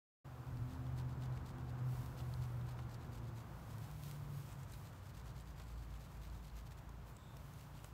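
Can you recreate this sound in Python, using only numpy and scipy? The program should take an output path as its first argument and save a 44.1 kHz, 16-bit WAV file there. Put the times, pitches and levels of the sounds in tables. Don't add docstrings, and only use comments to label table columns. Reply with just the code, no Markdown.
import sys
import numpy as np
from scipy import signal
from scipy.fft import rfft, irfft, next_fast_len
from scipy.io import wavfile
from scipy.ndimage import map_coordinates

SR = 44100
rng = np.random.default_rng(int(sys.argv[2]) if len(sys.argv) > 2 else 0)


def dump(signal):
    limited = np.clip(np.atleast_2d(signal).T, -1, 1)
    pcm = np.round(limited * 32767).astype(np.int16)
    wavfile.write(sys.argv[1], SR, pcm)


N = 349713


def amp(db):
    return 10 ** (np.asarray(db) / 20)


def unit(x):
    return x / np.sqrt(np.mean(x ** 2) + 1e-20)


def clock():
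    return np.arange(N) / SR


def curve(rows):
    return np.interp(clock(), *np.transpose(rows))


def hump(s, half_length):
    return np.exp(-np.minimum(((clock() - s) / half_length) ** 2, 80))


def wobble(rate):
    t = clock()
    coarse = map_coordinates(rng.standard_normal(4096), [t[::16] * rate], mode="wrap")
    return np.interp(t, t[::16], coarse)


def noise():
    return rng.standard_normal(N)


def filtered(x, response):
    size = next_fast_len(N + SR // 2)
    return irfft(rfft(x, size) * response(np.fft.rfftfreq(size, 1 / SR)), size)[:N]


def coloured(x, points):
    freqs, db = np.transpose(points)
    return unit(filtered(x, lambda hz: amp(np.interp(np.log(hz + 1), np.log(freqs), db, left=-80))))


def resonance(hz, centre, width):
    return 1j * hz * width / (centre ** 2 - hz ** 2 + 1j * hz * width)


def modes(rows):
    return lambda hz: sum((-1) ** k * amp(db) * resonance(hz, centre, width)
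                          for k, (centre, width, db) in enumerate(rows))


def grains(rate, spread_db, smooth):
    slips = (rng.random(N) < rate / SR) * np.sign(noise())
    sizes = amp(spread_db * np.clip(noise(), -2, 2))
    return unit(unit(slips * sizes) + smooth * noise())


# frequency in Hz, level in dB.
HUM_PARTIALS = [(57, -68.5), (114, -63), (141.5, -63.5), (170, -70.5), (293, -79.5)]
# frequency in Hz, relative density in dB.
HISS_SPECTRUM = [(500, 5.5), (2000, 5.5), (4000, 0), (5800, -3), (7200, -3.5), (10500, -10.5), (12500, -5),
                 (15500, -6)]

def machinery_and_hiss():
    hum = sum(amp(db + 1.4 * wobble(3)) * np.sqrt(2) * np.sin(2 * np.pi * hz * clock() + 0.44 * wobble(2))
              for hz, db in HUM_PARTIALS)
    whine = amp(-80) * unit(filtered(noise(), lambda hz: resonance(hz, centre=1003, width=23)))
    return hum + whine + amp(-71) * coloured(noise(), HISS_SPECTRUM)


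# start and length in seconds, lower band's centre in Hz and level in dB,
# upper band's centre in Hz and level in dB.
BIRD_BUZZES = [(5.625, 0.29, 4500, -82, 7600, -82.5), (7.178, 0.23, 3600, -76, 7650, -80)]
RELATIVE_BANDWIDTH, UPPER_LEAD_S = 0.12, 0.05

def bird():
    out = np.zeros(N)
    for s, length, low_hz, low_db, high_hz, high_db in BIRD_BUZZES:
        flutter = amp(2.5 * np.tanh(wobble(70)))
        for start, centre, db in [(s, low_hz, low_db), (s - UPPER_LEAD_S, high_hz, high_db)]:
            progress = np.clip((clock() - start) / length, 0, 1)
            swell = np.sqrt(np.abs(np.sin(np.pi * np.sqrt(progress))))
            band = filtered(noise(), lambda hz: resonance(hz, centre, RELATIVE_BANDWIDTH * centre) ** 2)
            out += amp(db) * swell * flutter * unit(band)
    return out


# frequency in Hz, relative density in dB.
WIND_SPECTRUM = [(22, -17), (45, 4), (70, -31), (115, 13), (170, -10), (300, -35), (800, -66)]
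PUFF_S, PUFF_DB, PUFF_T60_S = 0.518, -43.5, 1.0

def wind_puff():
    age = np.maximum(clock() - PUFF_S, 0)
    attack = 1 - np.exp(-age / 0.004)
    return amp(PUFF_DB - 60 * age / PUFF_T60_S) * attack * coloured(noise(), WIND_SPECTRUM)


# frequency in Hz, relative density in dB.
RUMBLE_SPECTRUM = [(20, -46), (35, -9.5), (52, 3.5), (110, -1), (170, -3), (230, -11.5), (340, -17),
                   (500, -26.5), (1000, -74)]
RUSH_SPECTRUM = [(100, 13.5), (300, 0.5), (700, 2), (1050, 2.5), (1500, -2.5), (2100, -14), (3200, -21.5),
                 (6000, -40), (15000, -85)]
RUMBLE_DB, RUMBLE_SWELL_DB, RUSH_DB, RUSH_SWELL_DB = -58, 6, -63, 5

def aircraft_roar():
    approach = hump(1.92, half_length=2.28)
    fade_in = np.clip(clock() / PUFF_S, 0, 1) ** 4
    rumble = fade_in * amp(RUMBLE_DB + RUMBLE_SWELL_DB * approach) * coloured(noise(), RUMBLE_SPECTRUM)
    rush = amp(RUSH_DB + RUSH_SWELL_DB * approach + 0.7 * wobble(12)) * coloured(noise(), RUSH_SPECTRUM)
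    drone = unit(filtered(noise(), modes([(341, 10, -0.5), (505, 11.6, -6), (747, 113, -13.5)])))
    return rumble + rush + amp(-65.5) * approach * drone


# time in seconds, level in dB.
MAIN_TONE_LEVEL = [(0.27, -59), (0.55, -46), (0.73, -52.5), (1.02, -41), (1.15, -50), (1.33, -42.5),
                   (1.44, -55.5), (1.91, -40.5), (2.04, -45.1), (2.11, -53.8), (2.39, -42.5), (3.15, -54.5),
                   (3.36, -46), (3.49, -63.5), (3.76, -49.5), (3.85, -56.1), (5.4, -62.5), (7.9, -73)]
# multiple of the engine pitch,
# centre and half length in seconds, level in dB, beat period in seconds, beat depth in dB.
BEAMED_TONES = [(0.624, 0.95, 0.42, -53, 0.54, 3.5), (0.629, 2.38, 0.41, -53.5, 0.52, 1.5),
                (0.626, 5.88, .55, -53, .6, 2.5), (.625, 6.55, 0.48, -54, .41, 3.5),
                (1.375, 4.28, .33, -48.5, 0.23, -0.5), (1.374, 5.25, 0.21, -57, 0.16, 3),
                (2.001, 0.72, 0.23, -58, .49, 1), (2, 1.637, 0.77, -65, .49, 3.5),
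                (2.002, 3.24, 0.13, -60.5, 0.43, -0.5)]
ENGINE_HZ, DOPPLER_HZ, PASS_S, FALL_S = 107.04, 20.97, 4.05, 1.4

def aircraft_tones():
    t = clock()
    pitch_hz = ENGINE_HZ - DOPPLER_HZ * np.tanh((t - PASS_S) / FALL_S)
    phase = 2 * np.pi * np.cumsum(pitch_hz) / SR

    def tone(multiple, level_db):
        waver = 0.5 * multiple * wobble(9)
        return amp(level_db + 1.6 * wobble(18)) * np.sqrt(2) * np.sin(multiple * phase + waver)

    beamed = np.zeros(N)
    for multiple, s, half, db, beat_s, beat_db in BEAMED_TONES:
        beat = beat_db * np.cos(2 * np.pi * (t - s) / beat_s)
        beamed += tone(multiple, db + beat) / (1 + ((t - s) / half) ** 2)
    return tone(0.99, curve(MAIN_TONE_LEVEL) + 0.16) + beamed


# peak time and rise time in seconds,
# relative level in dB.
GRASS_PUSHES = [(0.544, 0.31, -79.5), (1.96, 0.1, -68.5), (2.305, 0.25, -73.5), (3.147, 0.012, -75),
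                (3.863, 0.41, -72), (4.07, 0.061, -65.5), (4.384, 0.084, -69.5), (4.77, 0.058, -71.5),
                (6.102, 0.44, -81.5), (7.085, 0.025, -71.5), (7.488, 0.2, -74.5), (7.852, .033, -71)]
# frequency in Hz, relative density in dB.
BLADE_SPECTRUM = [(600, -41), (2000, 7.5), (4000, 6), (8000, 3.5), (10500, 2.5), (13000, 5.5), (15500, 3.5)]
SETTLE_RATIO = 1.59

def grass():
    power = sum(amp(db) ** 2 * hump(s, rise * np.where(clock() > s, SETTLE_RATIO, 1)) ** 2
                for s, rise, db in GRASS_PUSHES)
    sliding = coloured(grains(rate=1200, spread_db=1.5, smooth=1.3), BLADE_SPECTRUM)
    snaps = coloured(grains(rate=55, spread_db=19, smooth=0), BLADE_SPECTRUM)
    return amp(4) * np.sqrt(power) * (sliding + 0.22 * snaps)


# start in seconds, relative level in dB, 60 dB decay time in seconds.
BUMPS = [(1.374, -52.5, 0.024), (2.202, -59, 0.041), (2.788, -56, .04), (5.598, -57.5, 0.054),
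         (6.718, -62, 0.033), (7.367, -62, .025), (7.843, -53.5, 0.028)]
# mode frequency in Hz, bandwidth in Hz, gain in dB.
SHELL_MODES = [(513, 460, 5.5), (1290, 360, 4.5), (1800, 450, 0.5), (2640, 2400, -5.5)]

def shell_knocks():
    t = np.arange(SR // 10) / SR
    force = np.zeros(N + SR)
    for s, db, t60 in BUMPS:
        force[round(s * SR):][:len(t)] += amp(db + 13.5) * rng.standard_normal(len(t)) * amp(-60 * t / t60)
    return filtered(force, modes(SHELL_MODES))


# start in seconds, relative level in dB, ring frequency in Hz.
SHARP_TICKS = [(0.572, -48, 4520), (0.8673, -51, 3330), (0.9785, -49, 3790), (1.324, -51, 4050),
               (1.3765, -58, 2950), (1.584, -49, 3320), (2.2017, -49, 3040), (2.339, -41.5, 4600),
               (2.6127, -49.5, 3700), (2.944, -44, 4530), (3.134, -55, 4480), (4.5262, -49, 7860),
               (4.6332, -48, 7330), (4.721, -43, 8300), (4.7365, -41.5, 4200), (5.4088, -48, 7320),
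               (5.9411, -52, 3300), (6.299, -50, 4200), (6.4987, -52, 3790), (6.8928, -47, 6440),
               (7.1674, -44.5, 7600), (7.3693, -44.5, 5570), (7.5373, -48, 6130), (7.7909, -49.5, 2800),
               (7.8446, -40, 8160)]
RING_CYCLES = 64

def sharp_ticks():
    t = np.arange(SR // 40) / SR
    hz = np.fft.rfftfreq(len(t), 1 / SR)
    out = np.zeros(N + SR)
    for s, db, ring_hz in SHARP_TICKS:
        jitter, burst = rng.standard_normal((2, len(t)))
        phase = 2 * np.pi * ring_hz * t + 0.18 * np.cumsum(jitter)
        ring = np.sin(phase) * amp(-60 * t * ring_hz / RING_CYCLES)
        snap = burst * amp(-60 * t / 0.01)
        click = irfft(rfft(snap) * resonance(hz, ring_hz, width=1.5 * ring_hz), len(t))
        out[round(s * SR):][:len(t)] += amp(db) * (1.4 * click / np.linalg.norm(click) + 0.33 * ring)
    return out[:N]


def judder(rate, slip_s, depth):
    skips = (rng.random(N) < rate / SR) * (1 + rng.random(N))
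    bites = signal.lfilter([1], [1, -np.exp(-1 / (slip_s * SR))], skips)
    return unit(1 + depth * np.tanh(bites))


# first and last stroke time in seconds, number of strokes,
# stroke length in seconds, relative levels of pull and return in dB.
SCRATCH_BOUTS = [(0.722, 0.865, 2, 0.062, -70, -80), (0.991, 1.482, 5, 0.047, -67, -74.5),
                 (1.607, 1.795, 3, 0.024, -74, -70.5), (2.196, 2.437, 3, 0.039, -66, -87),
                 (2.698, 3.387, 7, 0.059, -70, -73.5), (3.718, 3.845, 2, 0.039, -70, -70),
                 (4.513, 4.721, 3, 0.07, -68, -71), (4.861, 5.068, 3, 0.073, -70, -73.5),
                 (5.18, 5.604, 5, 0.061, -68, -70), (5.705, 5.938, 3, .065, -72, -71),
                 (6.033, 6.36, 4, 0.063, -69.5, -72.5), (6.46, 6.591, 2, 0.05, -70.5, -68),
                 (6.667, 6.784, 3, .021, -70, -67.5), (7.612, 7.783, 2, .06, -71, -72)]
RETURN_EARLY_S = 0.0049

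def stroke_envelope():
    t = clock()
    power = np.zeros(N)
    for first, last, count, length, pull_db, return_db in SCRATCH_BOUTS:
        for k, beat_s in enumerate(np.linspace(first, last, round(count))):
            s, db = (beat_s - RETURN_EARLY_S, return_db) if k % 2 else (beat_s, pull_db)
            off_centre = np.minimum(np.abs(1.81 * (t - s) / length), 10)
            power += amp(db) ** 2 * np.exp(-off_centre ** 4.4)
    return np.sqrt(power)


# time in seconds, the nails' share of the power from 0 to 1.
NAIL_POWER_SHARE = [(1.0, 0.5), (3.0, 0.46), (4.4, 0.02), (5.4, 0.32), (6.7, 0.2), (7.6, 0.2)]
# frequency in Hz, relative density in dB.
SCRAPE_SPECTRUM = [(400, -13), (1200, 2), (2200, 4), (3600, 0.5), (4800, -4), (6000, 0), (8000, -0.5),
                   (10500, -6.5), (13000, -1.5), (15500, -8.5)]
# mode frequency in Hz, bandwidth in Hz, relative gain in dB.
NAIL_MODES = [(3720, 1400, 0.5), (5050, 860, 2), (6060, 1800, -6.5), (8000, 1800, -10.5)]

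def scratching():
    roughness = judder(rate=150, slip_s=0.0014, depth=1.64)
    share = np.clip(curve(NAIL_POWER_SHARE), 0, 1)
    pad = coloured(grains(rate=3000, spread_db=-1, smooth=0.77), SCRAPE_SPECTRUM)
    nail = unit(filtered(grains(rate=900, spread_db=1.5, smooth=0.76), modes(NAIL_MODES)))
    catches = coloured(grains(rate=130, spread_db=2, smooth=0), SCRAPE_SPECTRUM)
    friction = np.sqrt(share) * nail + np.sqrt(1 - share) * pad
    return amp(1.1) * stroke_envelope() * (roughness * friction + 0.45 * catches)


def scene():
    tortoise = scratching() + sharp_ticks() + shell_knocks() + grass()
    aircraft = aircraft_tones() + aircraft_roar()
    return (tortoise + aircraft + wind_puff() + machinery_and_hiss() + bird())[None]


OPEN_S, TOP_HZ = 0.244, 15750

def record(dry):
    gate = 1 - np.exp(-np.maximum(clock() - OPEN_S, 0) / 0.005)
    return filtered(dry[0] * gate, lambda hz: hz < TOP_HZ)[None]


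dry = scene()
out = record(dry)
dump(out)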